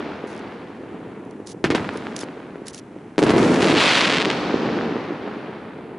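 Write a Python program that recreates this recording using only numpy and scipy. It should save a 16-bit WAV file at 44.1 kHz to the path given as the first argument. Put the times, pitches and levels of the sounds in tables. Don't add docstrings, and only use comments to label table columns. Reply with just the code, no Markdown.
import sys
import numpy as np
from scipy import signal
from scipy.fft import rfft, irfft
from scipy.io import wavfile
from scipy.ndimage import uniform_filter1d

SR = 44100
rng = np.random.default_rng(int(sys.argv[2]) if len(sys.argv) > 2 else 0)


def amp(db):
    return 10 ** (np.asarray(db, float) / 20)


def write(x):
    x = np.atleast_2d(x).T
    wavfile.write(sys.argv[1], SR, np.round(np.clip(x, -1, 1) * 32767).astype(np.int16))


N = 263718

# start_s, thump_db, front_db
BANGS = [(1.6418, -7, -9), (1.7035, -8, -13), (1.7496, -8, -8), (3.1811, -7, -8), (3.1908, -6, -8),
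         (3.2208, -9, -15), (3.2278, -6, -8), (3.2375, -7, -9), (3.2664, -14, -12), (3.2962, -7, -8),
         (3.3055, -6, -8), (3.3369, -6, -16), (3.3638, -10, -15), (3.3819, -12, -10), (3.6032, -10, -14),
         (3.7273, -7, -14)]
# start_s, level_db
THUDS = [(0.0169, -26), (0.0609, -23), (0.2397, -19), (0.3533, -29), (0.8344, -27), (1.4008, -26),
         (1.546, -28), (1.6584, -18), (1.721, -17), (1.7244, -17), (1.9571, -17), (2.2334, -23),
         (2.5569, -24), (2.6182, -26), (2.9631, -25), (3.5183, -7), (3.7397, -10), (3.7628, -8),
         (4.5416, -8), (4.9569, -16), (4.9655, -17), (5.1057, -17), (5.1213, -18), (5.2765, -20)]
# freq_hz, level_db
BOOM_COLOUR = [(15, -17), (30, -19), (60, -6.5), (110, -0.5), (160, 0.5), (300, -1), (1000, -69)]
# freq_hz, level_db
BARGE_COLOUR = [(150, -29), (500, 1), (1000, 2.5), (2200, 3), (4500, -8.5), (7000, -19.5), (11000, -38)]
# freq_hz, level_db
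QUAY_COLOUR = [(60, -39), (300, -7.5), (1000, -2), (3000, -15.5), (6000, -22.5), (12000, -28.5)]

# start_s, level_db
POPS = [(3.2519, -20), (3.283, -15), (3.2927, -14), (3.353, -19), (3.4299, -14), (3.448, -17),
        (3.5427, -17), (3.5455, -18), (3.56, -15), (3.6077, -15), (3.622, -9), (3.628, -11), (3.6445, -7),
        (3.6545, -12), (3.6724, -12), (3.6777, -15), (3.6848, -8), (3.6988, -10), (3.7025, -8),
        (3.7095, -10), (3.7178, -8), (3.7519, -8), (3.7599, -9), (3.7701, -7), (3.7743, -7), (4.25, -7),
        (4.2554, -7), (4.3013, -6), (4.3037, -7), (4.3131, -10),
        (4.0737, -7), (4.0774, -7), (4.0811, -8), (4.0903, -10), (4.0977, -7), (4.1001, -8),
              (4.1031, -6), (4.1113, -7), (4.1168, -7), (4.1238, -8), (4.1266, -6), (4.1349, -8),
              (4.1383, -6), (4.1416, -9), (4.1473, -6), (4.1577, -10), (4.1622, -8), (4.1687, -9),
              (4.1709, -6), (4.1755, -9), (4.1834, -7), (4.1853, -8), (4.2006, -9), (4.2035, -8),
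              (4.21, -9), (4.2148, -9), (4.2191, -6), (4.2257, -9)]
# time_s, rate_pops_per_s, level_db
SWARM = [
    (3.56, 60, -20),
    (3.7, 400, -15),
    (3.745, 400, -15),
    (3.78, 1400, -10.5),
    (3.9, 1700, -10),
    (4.0, 850, -8.5),
    (4.07, 500, -8),
    (4.08, 400, -16),
    (4.235, 150, -18),
]

# start_s, level_db
SLAPS = [(0.0062, -27), (0.477, -31), (0.5228, -33), (1.6447, -13), (1.6475, -13), (1.6489, -19),
         (1.6507, -19), (1.7107, -22), (1.7468, -20), (1.7561, -20), (1.7579, -18), (1.7969, -22),
         (1.8492, -23), (1.8975, -29), (2.0829, -35), (2.1256, -31), (2.2334, -25), (2.2866, -28),
         (2.4026, -33), (2.5569, -36), (2.9868, -39), (3.1598, -39), (4.4966, -18), (4.6898, -18),
         (4.7404, -22), (4.7884, -16), (4.8117, -16), (4.9667, -21), (5.5303, -29)]
# delay_s, level_db
WALLS = [(.0033, -15), (.0307, -17), (.1415, -14), (.3196, -18)]
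FACING_DB = (-8, -9, 0)

# time_s, level_db
ROLLS = [
    [(0.0, -32), (0.21, -37.5), (0.35, -35), (0.75, -39.5), (0.95, -35.5), (1.1, -38), (1.64, -39)],
    [(1.65, -25), (1.69, -28), (1.74, -24), (1.82, -33), (2.11, -35.5), (2.46, -39), (2.77, -44),
     (3.0, -41.5), (3.18, -44.5)],
    [(3.195, -21), (3.24, -19), (3.29, -17), (3.313, -28), (3.345, -19), (3.365, -14.5), (3.5, -16),
     (3.6, -20)],
    [(3.68, -16), (3.775, -18), (3.8, -25), (3.95, -29), (4.11, -24.5), (4.3, -26), (4.45, -27)],
    [(4.67, -24), (4.8, -24.5), (4.94, -28.5), (5.1, -32.5), (5.38, -33.5), (5.6, -37.5), (5.98, -36)],
]
# start_s, end_s, rush_db, fizz_db, sizzle_db
FEEDS = [(-1.0, 0.0, -34.5, -49, -80), (0.28, 0.38, -43, -55, -80), (0.85, 1.1, -47, -75, -90),
         (1.755, 1.8, -34, -48, -55), (1.9, 2.1, -50, -58, -63), (2.9, 3.1, -52, -75, -90),
         (3.24, 3.29, -24, -37, -50), (3.35, 3.55, -28, -38, -40), (3.595, 3.68, -27, -34, -38),
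         (3.77, 3.97, -27, -28, -36), (4.15, 4.35, -34, -39, -53), (4.3, 4.8, -32, -44, -78),
         (5.2, 5.4, -40, -58, -90)]
FADE_DB_PER_S = (16, 29, 60)
# freq_hz, level_db
ROLL_COLOUR = [(20, -47), (40, -38), (70, -29), (120, -9.5), (200, -1), (310, 0), (430, -2), (600, -14),
               (900, -15), (2000, -62)]
RUSH_COLOUR = [(40, -12), (500, 2.5), (800, -0.5), (1400, -3), (2200, -8), (3200, -16.5), (4500, -26.5),
               (7000, -60)]
FIZZ_COLOUR = [(1000, -48), (2200, -0.5), (3200, -1.5), (4500, -4.5), (6000, -14), (8000, -28),
               (11000, -60)]
SIZZLE_COLOUR = [(3000, -15), (5500, 3.5), (7000, 2), (9000, -3.5), (11000, -6.5), (13000, -3.5)]
# freq_hz, level_db
SPREAD = [(60, -14), (110, -26), (190, -24), (350, -18), (630, -14.5), (1130, -12), (2030, -12),
          (3640, -10.5), (6550, -7.5), (11800, -16)]
BUILD_S, BREEZE_DB = .03, -73

# start_s, level_db
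SLIPS = [(0.2715, -46), (0.3485, -44), (0.3635, -42), (0.378, -43), (0.3925, -45), (1.2513, -53),
         (1.31, -44), (1.4722, -31.5), (1.4937, -41), (1.5161, -40), (1.937, -44), (1.973, -33),
         (2.1643, -21), (2.1903, -27.5), (2.206, -31), (2.2105, -27), (2.6692, -33), (2.6826, -24),
         (2.7328, -42), (2.7455, -31), (2.779, -36), (2.7889, -37)]
# start_s, end_s, rubbing_db, small_slips_db, first_gap_s
GRIPS = [
    (0.2715, 0.345, -72, -48, .0059),
    (1.463, 1.53, -49, -46, .009),
    (1.94, 1.985, -66, -54, .008),
    (2.158, 2.242, -50, -42, .011),
    (2.658, 2.712, -50, -48, .01),
    (2.73, 2.8, -51, -45, .009),
]
# time_s, low_hz, high_hz, level_db
SQUEAK = [
    (2.213, 3900, 5500, -60),
    (2.217, 3650, 5300, -39),
    (2.228, 3200, 5000, -49),
    (2.238, 3000, 4650, -46),
    (2.242, 2950, 4650, -60),
]
# freq_hz, level_db
CASING_COLOUR = [(700, -28), (1500, -12), (2600, -9.5), (3600, -6.5), (5100, -5), (6200, -3), (8300, -11.5),
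                 (10200, -6.5), (12000, -23.5)]
SLOWING, UNEVEN, UNEVEN_DB = 11.3, .03, 1.8

# freq_hz, level_db
MICROPHONE = [(10, -30), (40, -6), (100, 0), (10950, 0), (11100, -25), (12400, -33), (14000, -90)]
HISS_DB = -77


def evened(x):
    return x / np.sqrt(np.mean(x ** 2) + 1e-20)


def read(points):
    hz, db = np.transpose(points)
    bins_hz = np.fft.rfftfreq(N, 1 / SR)
    return amp(np.interp(np.log(bins_hz + 1), np.log(hz + 1), db))


def coloured(points):
    return evened(irfft(rfft(rng.standard_normal(N)) * read(points), N))


def train(times, gains):
    return np.bincount(np.round(np.asarray(times) * SR).astype(int), gains, N)[:N]


def sound_out(hits, shape, lead=20):
    return signal.oaconvolve(hits, shape)[lead:N + lead]


def stereo(mid, side):
    return np.array([mid + side, mid - side])


def grains(per_s, spread_db):
    size = amp(spread_db * np.minimum(rng.exponential(1, N), 4))
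    sign = rng.choice([-1., 1.], N)
    return size * sign * (rng.random(N) < per_s / SR)


def pop(front_s, rebound_s, rebound):
    t = np.arange(-20, 60) / SR
    front = -np.exp(-(t / front_s) ** 2)
    return front + rebound * np.exp(-((t - 1.4 * rebound_s) / rebound_s) ** 2)


def nearby(hits, colour, t60, side_db):
    t = np.arange(0, min(t60, 3), 1 / SR)
    arrival = np.clip(t / .002 - 1, 0, 1)
    decay = amp(-120 * t / t60) * arrival
    cloud = np.sqrt(abs(signal.fftconvolve(hits ** 2, decay)[:N]))
    return cloud * stereo(coloured(colour), amp(side_db) * coloured(colour))


def gas_thumps(s, thump_db, direct):
    t = np.arange(400) / SR
    turns = 440 * t - 24000 * t ** 2
    onset = 1 - np.exp(-(t / .00017) ** 2)
    swing = np.cos(2 * np.pi * (turns - .17)) * onset * np.exp(-(t / .0043) ** 4)
    launch_cut_db = 1.5 * (s < 2)
    thumps = sound_out(train(s, direct * amp(thump_db + 1 - launch_cut_db)), swing, 0)
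    rounded = np.convolve(swing * np.hanning(800)[270:670], np.hanning(18) / 9)
    rounded = signal.lfilter(*signal.butter(1, 110, "high", fs=SR), rounded)
    return thumps + sound_out(train(s, ~direct * amp(thump_db + 2.5)), rounded, 9)


def bangs():
    s, thump_db, front_db = np.transpose(BANGS + [(at, db, -60) for at, db in THUDS])
    direct = front_db > -25
    thumps = gas_thumps(s, thump_db, direct)
    fronts = sound_out(train(s, direct * amp(1.3 * front_db + 4.5)), pop(.000058, .00008, .15))
    shocks = train(s, amp(front_db))
    boom = amp(-22) * nearby(shocks, BOOM_COLOUR, .9, -21) + amp(-48.5) * coloured(BOOM_COLOUR)
    launches = train(s, direct * (s < 2) * amp(thump_db))
    fronts += amp(-11) * sound_out(launches, pop(.00005, .00016, 1.1))
    rattle = amp(-12) * nearby(launches, BARGE_COLOUR, .12, -16)
    scatter = amp(-15) * nearby(shocks, QUAY_COLOUR, .099, -9)
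    sway = .12 * np.sin(40 * np.arange(N) / SR)
    return stereo(thumps + fronts, thumps * sway) + rattle + scatter + boom


def crackle():
    s, db = np.transpose(POPS)
    at, per_s, swarm_db = np.transpose(SWARM)
    t = np.arange(N) / SR
    stars = abs(grains(np.interp(t, at, per_s, 0, 0), 2.2))
    swarm = stars * amp(np.interp(t, at, swarm_db) - 4)
    hits = train(s, amp(db + .8)) + swarm
    shape = signal.lfilter(*signal.butter(2, 500, "high", fs=SR), pop(.000063, .000098, 1.1))
    placed = stereo(hits, .043 * hits * rng.standard_normal(N))
    pops = np.array([sound_out(channel, shape) for channel in placed])
    early = train(s, (abs(s - 3.5) < .14) * amp(db))
    edge = amp(-7) * sound_out(early, pop(.00003, .00004, .8))
    spit = amp(-21) * nearby(early, SIZZLE_COLOUR, .035, -8)
    scatter = amp(-26) * nearby(hits, QUAY_COLOUR, .02, -12)
    return pops + edge + spit + scatter


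def slaps():
    walls = []
    for bang, facing in zip(BANGS, FACING_DB):
        walls += [(bang[0] + lag, db + facing) for lag, db in WALLS]
    s, db = np.transpose(SLAPS + walls)
    late = s > 4.4
    near = sound_out(train(s, ~late * amp(db + 4)), pop(.0001, .00019, .72))
    far = sound_out(train(s, late * amp(db)), pop(.00017, .00017, 1.4), 26)
    return stereo(near + far, .11 * (far - near))


def return_levels():
    t = np.arange(N) / SR
    roll_curve = sorted(map(tuple, np.concatenate(ROLLS)))
    levels = [amp(np.interp(t, *np.transpose(roll_curve)))]
    start, end, *fed_db = np.transpose(FEEDS)[:, :, None]
    build = np.clip((t - start) / BUILD_S, 0, 1)
    for db, fade in zip(fed_db, FADE_DB_PER_S):
        fed = build * amp(db - fade * np.maximum(t - end, 0))
        levels.append(np.linalg.norm(fed, axis=0))
    levels[3] = levels[3] + amp(BREEZE_DB) * (t < BANGS[3][0])
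    return levels


def returns():
    colours = (ROLL_COLOUR, RUSH_COLOUR, FIZZ_COLOUR, SIZZLE_COLOUR)
    arrivals_per_s = (1300, 3500, 5000, 4000)
    out, spread = 0, read(SPREAD)
    for level, colour, per_s in zip(return_levels(), colours, arrivals_per_s):
        gain = evened(read(colour))
        mid = irfft(rfft(grains(per_s, 2.5)) * gain, N)
        side = irfft(rfft(rng.standard_normal(N)) * gain * spread, N)
        out = out + level * stereo(evened(mid), side)
    return out


def stutter():
    start, end, _, db, gap = np.transpose(GRIPS)[:, :, None]
    k = np.arange(24)
    chance = rng.standard_normal((len(GRIPS), 24, 2))
    gaps = gap * (1 + (k / SLOWING) ** 3) * abs(1 + UNEVEN * chance[..., 0])
    s = start + np.cumsum(gaps, axis=1)
    db = db + UNEVEN_DB * chance[..., 1]
    return np.transpose([s[s < end], db[s < end]])


def handling():
    s, db = np.concatenate([SLIPS, stutter()]).T
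    t = np.arange(600) / SR
    puff = (1 - np.exp(-t / .0004)) * amp(-60 * t / .013)
    slips = sound_out(train(s - .0006, amp(db)), puff, 0)
    t = np.arange(N) / SR
    rubs = sum(amp(rub_db) * (t > start) * (t < end) for start, end, rub_db, _, _ in GRIPS)
    shape = slips + uniform_filter1d(rubs, size=400)
    at, low_hz, high_hz, squeak_db = np.transpose(SQUEAK)
    squeak = 0
    for hz in (low_hz, high_hz):
        squeak = squeak + np.sin(2 * np.pi * np.cumsum(np.interp(t, at, hz)) / SR)
    squeak = squeak * amp(np.interp(t, at, squeak_db, -120, -120))
    mid = shape * coloured(CASING_COLOUR) + squeak
    side = amp(-11) * shape * coloured(CASING_COLOUR)
    return stereo(mid, side) * amp([[-.8], [.8]])


def scene():
    return bangs() + crackle() + slaps() + returns() + handling()


def band_limit(x):
    return signal.sosfilt(signal.butter(12, 12380, fs=SR, output="sos"), x)


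def record(dry):
    mid, side = rng.standard_normal((2, N))
    x = dry + amp(HISS_DB + 8) * stereo(mid, .6 * side)
    x = 0.81 * np.tanh(x / 0.74)
    x = irfft(rfft(x) * read(MICROPHONE), N)
    return band_limit(x)


dry = scene()
out = record(dry)
write(out)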